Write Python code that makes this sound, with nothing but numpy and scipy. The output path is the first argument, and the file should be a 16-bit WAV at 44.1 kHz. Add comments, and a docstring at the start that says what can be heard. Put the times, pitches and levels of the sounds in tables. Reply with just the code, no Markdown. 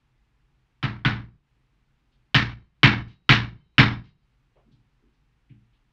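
"""A chisel is driven into plywood clamped on a workshop bench, over faint room tone. Two light mallet blows set
the edge near 1 s; four heavy ones follow from 2.3 to 3.8 s. Each cracks in the handle, thumps the bench and
fills the room; loose steel chatters after two of the heavy ones. From 4.5 s the chisel is levered out with a
creak that falls in pitch, then set down: the edge scuffs, the tip bumps twice. Throughout, peaks are limited
and the room's tails are turned down."""
import sys
import numpy as np
from scipy import signal
from scipy.fft import rfft, irfft, next_fast_len
from scipy.io import wavfile
from scipy.ndimage import uniform_filter1d, minimum_filter1d, map_coordinates

SR = 44100
rng = np.random.default_rng(int(sys.argv[2]) if len(sys.argv) > 2 else 0)


def wav_record(signal):
    """Record a signal, one row per channel, as 16-bit PCM in the file named by sys.argv[1]."""
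    frames = np.transpose(np.atleast_2d(signal))
    bounded = np.clip(frames, -1, 1)
    # unit amplitude maps onto the largest positive 16-bit level
    quanta = np.round(bounded * 32767).astype(np.int16)
    wavfile.write(sys.argv[1], SR, quanta)


N = 261072
T = np.arange(SR) / SR  # time since a contact, s

# spectrum of the crack, with a fizz of distortion at 11-15 kHz: freq_hz, density_db
CRACK_AND_FIZZ = [(25, -7), (60, -4), (140, 2), (330, -3.5), (540, -13), (740, -6.5), (1700, 0), (3100, -4),
                  (4200, -8), (5500, -20.5), (7300, -37), (9700, -54.5), (11500, -58.5), (15000, -43.5)]


def blows():
    """Mallet hits chisel, chisel drives bench. A biting edge cracks brighter and thumps softer, duller."""
    # mallet blows: start_s, force_db, bite (-1 to 1), favoured_hz
    strikes = [(0.8282, -21.5, -0.26, 1314), (1.0495, -15.5, -0.28, 1477), (2.3446, -9.5, 1.0, 1811),
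               (2.8317, -6, -.2, 2200), (3.2918, -6, 0.57, 2847), (3.7817, -6, -0.37, 5220)]
    out = np.zeros(N)
    usual_room = room_tail(hold_s=0.012)
    for start_s, force_db, bite, favoured_hz in strikes:
        re_full_db = force_db + 6  # full force is -6 dB
        bright_db_per_oct = -0.5 + 0.085 * re_full_db + 1.83 * bite
        pitch_ratio = 1 + 0.003 * re_full_db
        handle_share = np.clip(0.83 + 0.025 * re_full_db, 0, 1)
        chisel = crack(bright_db_per_oct, pitch_ratio, handle_share, usual_room)
        chisel += handle_share * (wood() + knock(pitch_ratio))
        favoured_db = -11.5 + 0.92 * along(CRACK_AND_FIZZ, favoured_hz)
        favoured = amp(favoured_db) * ring(favoured_hz, t60_s=0.26, waver=0.95)
        add(out, start_s, amp(force_db) * (amp(-5) * chisel + favoured))
        thump_db = -10.5 + 0.64 * re_full_db - 1.5 * bite
        tilt_db_per_oct = -0.5 + 0.21 * re_full_db - 2.5 * bite
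        add(out, start_s, amp(thump_db) * thump(tilt_db_per_oct, scatter_db=0.5))
        jolt_db = 2 * force_db - 51  # negligible for light blows
        add(out, start_s, amp(jolt_db) * steel(t60_s=0.85))
    return out


def crack(bright_db_per_oct, pitch_ratio, handle_share, usual_room):
    """A sharp contact and its reflections, coloured by the handle, with a distortion-like fizz on top."""
    # resonances of handle and chisel: centre_hz, width_hz, boost_db
    handle_modes = [(976, 23, 5.5), (1310, 64, 0.5), (1660, 310, 2.5), (2230, 290, 6.5), (3000, 280, 3),
                    (3800, 360, 3.5), (4264, 110, -1.5), (5394, 340, 4.5)]

    def spectrum_db(hz):
        peaks_db = sum(boost_db / (1 + (2 * (hz - pitch_ratio * centre_hz) / width_hz) ** 2)
                       for centre_hz, width_hz, boost_db in handle_modes)
        tilt_db = bright_db_per_oct * np.log2(np.clip(hz, 800, 12000) / 800)
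        return along(CRACK_AND_FIZZ, hz) + handle_share * peaks_db + tilt_db

    contact = amp(2.5) * rng.standard_normal(SR) * fade(t60_s=0.013)
    # half the reflections stay alike, half change as the worker moves
    reflections = (usual_room + room_tail(hold_s=0.0048)) / np.sqrt(2)
    bunching = amp(1.7 * drift(rate_hz=250))
    return coloured(contact + reflections * bunching * swell(rise_s=0.0034), spectrum_db)


def knock(pitch_ratio):
    """A few cycles of the handle, heard directly and off the nearest surfaces."""
    # direct sound and first returns: delay_s, centre_hz, level_db
    paths = [(.0003, 3042, 8.5), (.0008, 1291, 0.5), (.0075, 2700, 3), (0.0164, 2099, 7), (.025, 2900, 0.5),
             (.048, 1858, 0.5)]
    out = np.zeros(SR)
    for delay_s, centre_hz, level_db in paths:
        hz = centre_hz * pitch_ratio * (1 + 0.036 * rng.normal())
        burst = swing(hz, peak_s=0.00066, steepness=1.1)
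        add(out, delay_s + 0.00067 * rng.random(), amp(level_db + 0.5 * rng.normal()) * burst)
    return out


def wood():
    """Each blow shares its energy differently among the wooden resonances."""
    # narrow modes of chisel and board, held up by the room: pitch_hz, relative_db
    wood_modes = [(1071, -3.5), (1305, -5.5), (1400, -8), (1648, 0.5), (1723, -3), (1790, 1), (1863, 0.5),
                  (2085, -4), (2215, -8), (2272, -2.5), (2353, -1.5), (2683, -3.5), (2991, -4),
                  (3119, -5.5), (3564, -7)]
    return sum(amp(db - 14.5 + 2.4 * rng.normal()) * ring(hz, t60_s=0.33, waver=0.27)
               for hz, db in wood_modes)


def thump(tilt_db_per_oct, scatter_db):
    """The bench top dips and recoils, then the low modes swell and ring."""
    # low modes of bench and room: pitch_hz, relative_db, t60_s, rise_s
    bench_modes = [(58.73, -8, 0.5, 0.18), (98.5, -12.5, 0.43, 0.019), (116.4, 7.5, 0.36, 0.13),
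                   (144.2, -7.5, 0.43, 0.043), (187.1, -11, 0.45, 0.093), (206.3, 10, .29, 0.2),
                   (230.5, -7.5, 0.31, 0.082), (280, -7, .32, 0.0053), (331.7, -14, .38, 0.012),
                   (374, -23.5, 0.14, 0.017), (448.5, -19, 0.2, .013)]
    out = -swing(hz=136, peak_s=0.016, steepness=2.4)
    for k, (hz, db, t60_s, rise_s) in enumerate(bench_modes):
        gain = amp(db + tilt_db_per_oct * np.log2(hz / 130) + scatter_db * rng.normal())
        out += (-1) ** k * gain * np.sin(2 * np.pi * hz * T) * fade(t60_s) * swell(rise_s)
    return out


def steel(t60_s):
    """Loose steel tools on the bench ring when jolted."""
    # tool modes: pitch_hz, relative_db
    steel_modes = [(2118, 0.5), (2622, -5.5), (2818, -1), (3074, 0), (3831, 2.5), (4070, -5.5), (4274, -7),
                   (4797, -6.5), (5286, -9.5)]
    return sum(amp(db + 2.5 * rng.normal()) * ring(hz, t60_s, waver=1.2) for hz, db in steel_modes)


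def rattles(bounces=4, gap_s=0.016, loss_db=2):
    """A jolted tool drops back in quick, damped chinks, each with a dull tick."""
    # chatter of loose steel: start_s, level_db
    chatters = [(3.078, -56.5), (4.037, -62)]
    out = np.zeros(N)
    for start_s, level_db in chatters:
        for bounce in range(bounces):
            tick = band(rng.standard_normal(SR) * fade(t60_s=0.16), centre_hz=2680, half_width_oct=0.48)
            chink = amp(-13) * steel(t60_s=0.1576)
            bounce_s = start_s + gap_s * (bounce + 0.5 * rng.random())
            add(out, bounce_s, amp(level_db - loss_db * bounce) * (tick + chink))
    return out


def tip_bumps():
    """The tip gently thumps the bench as the chisel comes free and is set down."""
    # tip contacts: start_s, level_db
    bumps = [(4.721, -54.5), (5.497, -44)]
    out = np.zeros(N)
    for start_s, level_db in bumps:
        add(out, start_s, amp(level_db) * thump(tilt_db_per_oct=-2, scatter_db=2))
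    return out


def dull_creaks():
    """Dull creaks and knocks; near 4.55-4.65 s they fall in pitch as the chisel is levered out of the wood."""
    # dull contacts: start_s, level_db, centre_hz
    thuds = [(3.591, -78, 330), (4.553, -64, 490), (4.565, -69.5, 900), (4.654, -60, 230),
             (5.019, -66, 280)]
    return touches(thuds, rise_s=0.0023, hold_s=0.022, half_width_oct=0.35)


def edge_scuffs():
    """The edge scuffs the plywood."""
    # light scrapes: start_s, level_db, centre_hz
    scuffs = [(2.119, -77, 3260), (4.555, -76.5, 2300), (4.714, -75, 3710), (4.91, -89, 4104),
              (5.131, -84.5, 3900), (5.492, -69.5, 2330), (5.729, -77.5, 2965)]
    return touches(scuffs, rise_s=0.0028, hold_s=0.019, half_width_oct=0.32)


def touches(contacts, rise_s, hold_s, half_width_oct):
    """Soft contacts: each swells in one noise band and dies away in the room."""
    out = np.zeros(N)
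    for start_s, level_db, centre_hz in contacts:
        rub = room_tail(hold_s) * swell(rise_s)
        add(out, start_s, amp(level_db) * band(rub, centre_hz, half_width_oct))
    return out


def room_tail(hold_s):
    """Dense reflections: level for hold_s, then each frequency dies at its own rate."""
    # room decay: freq_hz, t60_s
    decay_times = [(60, 0.7), (160, 0.45), (420, .38), (1100, 0.34), (2900, 0.26), (6000, 0.28),
                   (12000, .16)]
    hz, time_s, noise = signal.stft(rng.standard_normal(SR), SR, nperseg=256)
    fall_db = -60 * np.maximum(time_s - hold_s, 0) / along(decay_times, hz)[:, None]
    return signal.istft(noise * amp(fall_db), SR, nperseg=256)[1][:SR]


def room_tone():
    """Faint rumble and hiss of a quiet workshop."""
    # background spectrum: freq_hz, density_db
    air = [(12, -37.5), (20, -3.5), (53, 4), (81, -17.5), (127, 0.5), (182, -17.5), (228, -13), (624, -29),
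           (825, -23.5), (2670, -27.5), (3070, -30), (14300, -55), (16000, -55)]
    return amp(-66.5) * unit(coloured(rng.standard_normal(N), lambda hz: along(air, hz)))


def ring(hz, t60_s, waver):
    """A struck mode whose strength and phase drift as reflections join it."""
    phase = 2 * np.pi * (hz * T + rng.random())
    tone = (1 + waver * drift(rate_hz=37)) * np.sin(phase) + waver * drift(rate_hz=29) * np.cos(phase)
    return tone * fade(t60_s) * swell(rise_s=0.0027)


def swing(hz, peak_s, steepness):
    """A few cycles under an envelope that crests at peak_s."""
    age = T / peak_s
    return np.sin(2 * np.pi * hz * T) * (age * np.exp(1 - age)) ** steepness


def swell(rise_s):
    """Exponential rise to 1."""
    return 1 - np.exp(-T / rise_s)


def fade(t60_s):
    """Exponential decay, 60 dB in t60_s."""
    return np.exp(-np.log(1000) * T / t60_s)


def drift(rate_hz):
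    """Smooth random curve, 1 s long."""
    return map_coordinates(rng.standard_normal(512), [T * rate_hz], mode="mirror")


def band(x, centre_hz, half_width_oct):
    """Broad band-pass, 3 dB down at half_width_oct from its centre."""
    return coloured(x, lambda hz: np.maximum(-3 * (np.log2((hz + 1) / centre_hz) / half_width_oct) ** 2,
                                             -70))


def coloured(x, spectrum_db):
    """Minimum-phase filter of unit power, shaped by spectrum_db(hz)."""
    size = 2 * next_fast_len(len(x))
    gain = unit(amp(spectrum_db(np.fft.rfftfreq(size, 1 / SR))))
    cepstrum = irfft(np.log(np.maximum(gain, 1e-6)))
    cepstrum[1:size // 2] *= 2
    cepstrum[size // 2 + 1:] = 0
    return irfft(rfft(x, size) * np.exp(rfft(cepstrum)), size)[:len(x)]


def along(points, hz):
    """Interpolate (freq_hz, value) points on a log frequency axis."""
    knots_hz, values = np.transpose(points)
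    return np.interp(np.log(hz + 1), np.log(knots_hz + 1), values)


def amp(db):
    """Decibels to gain."""
    return 10 ** (np.asarray(db) / 20)


def unit(x):
    """Scale to rms 1."""
    return x / np.sqrt(np.mean(x ** 2) + 1e-20)


def add(track, start_s, sound):
    """Mix a sound into the track."""
    part = track[round(start_s * SR):][:len(sound)]
    part += sound[:len(part)]


def suppressor(x, depth_db, hold_s, below_db=29.5, ramp_db=14):
    """Turns the sound down once it falls far below its latest peak."""
    level_db = 10 * np.log10(np.abs(uniform_filter1d(x ** 2, size=1500)) + 1e-12)
    span = 2 * int(hold_s * SR / 2) + 1
    peak_db = -minimum_filter1d(-level_db, span, origin=span // 2)
    closed = np.clip((peak_db - level_db - below_db) / ramp_db, 0, 1)
    return x * amp(-depth_db * uniform_filter1d(closed, size=1000))


def limiter(x):
    """Smooth gain dips keep peaks within full scale."""
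    needed_gain = 1 / np.maximum(np.abs(x), 1)
    held_gain = minimum_filter1d(needed_gain, size=129)
    return x * uniform_filter1d(uniform_filter1d(held_gain, size=65), size=65)


def scene():
    """All sources, mono."""
    handling = dull_creaks() + edge_scuffs()
    return (blows() + rattles() + tip_bumps() + handling + room_tone())[None]


def record(dry, split_hz=380, top_hz=15500):
    """Tails turned down in bass and treble separately, then peak limiting and a steep low-pass."""
    bass = signal.sosfiltfilt(signal.butter(3, split_hz, fs=SR, output="sos"), dry)
    treble = dry - bass
    quieted = suppressor(bass, depth_db=6.5, hold_s=0.37) + suppressor(treble, depth_db=5, hold_s=0.29)
    low_pass = signal.ellip(10, 0.1, 110, top_hz, fs=SR, output="sos")
    return signal.sosfilt(low_pass, limiter(quieted))


dry = scene()
out = record(dry)
wav_record(out)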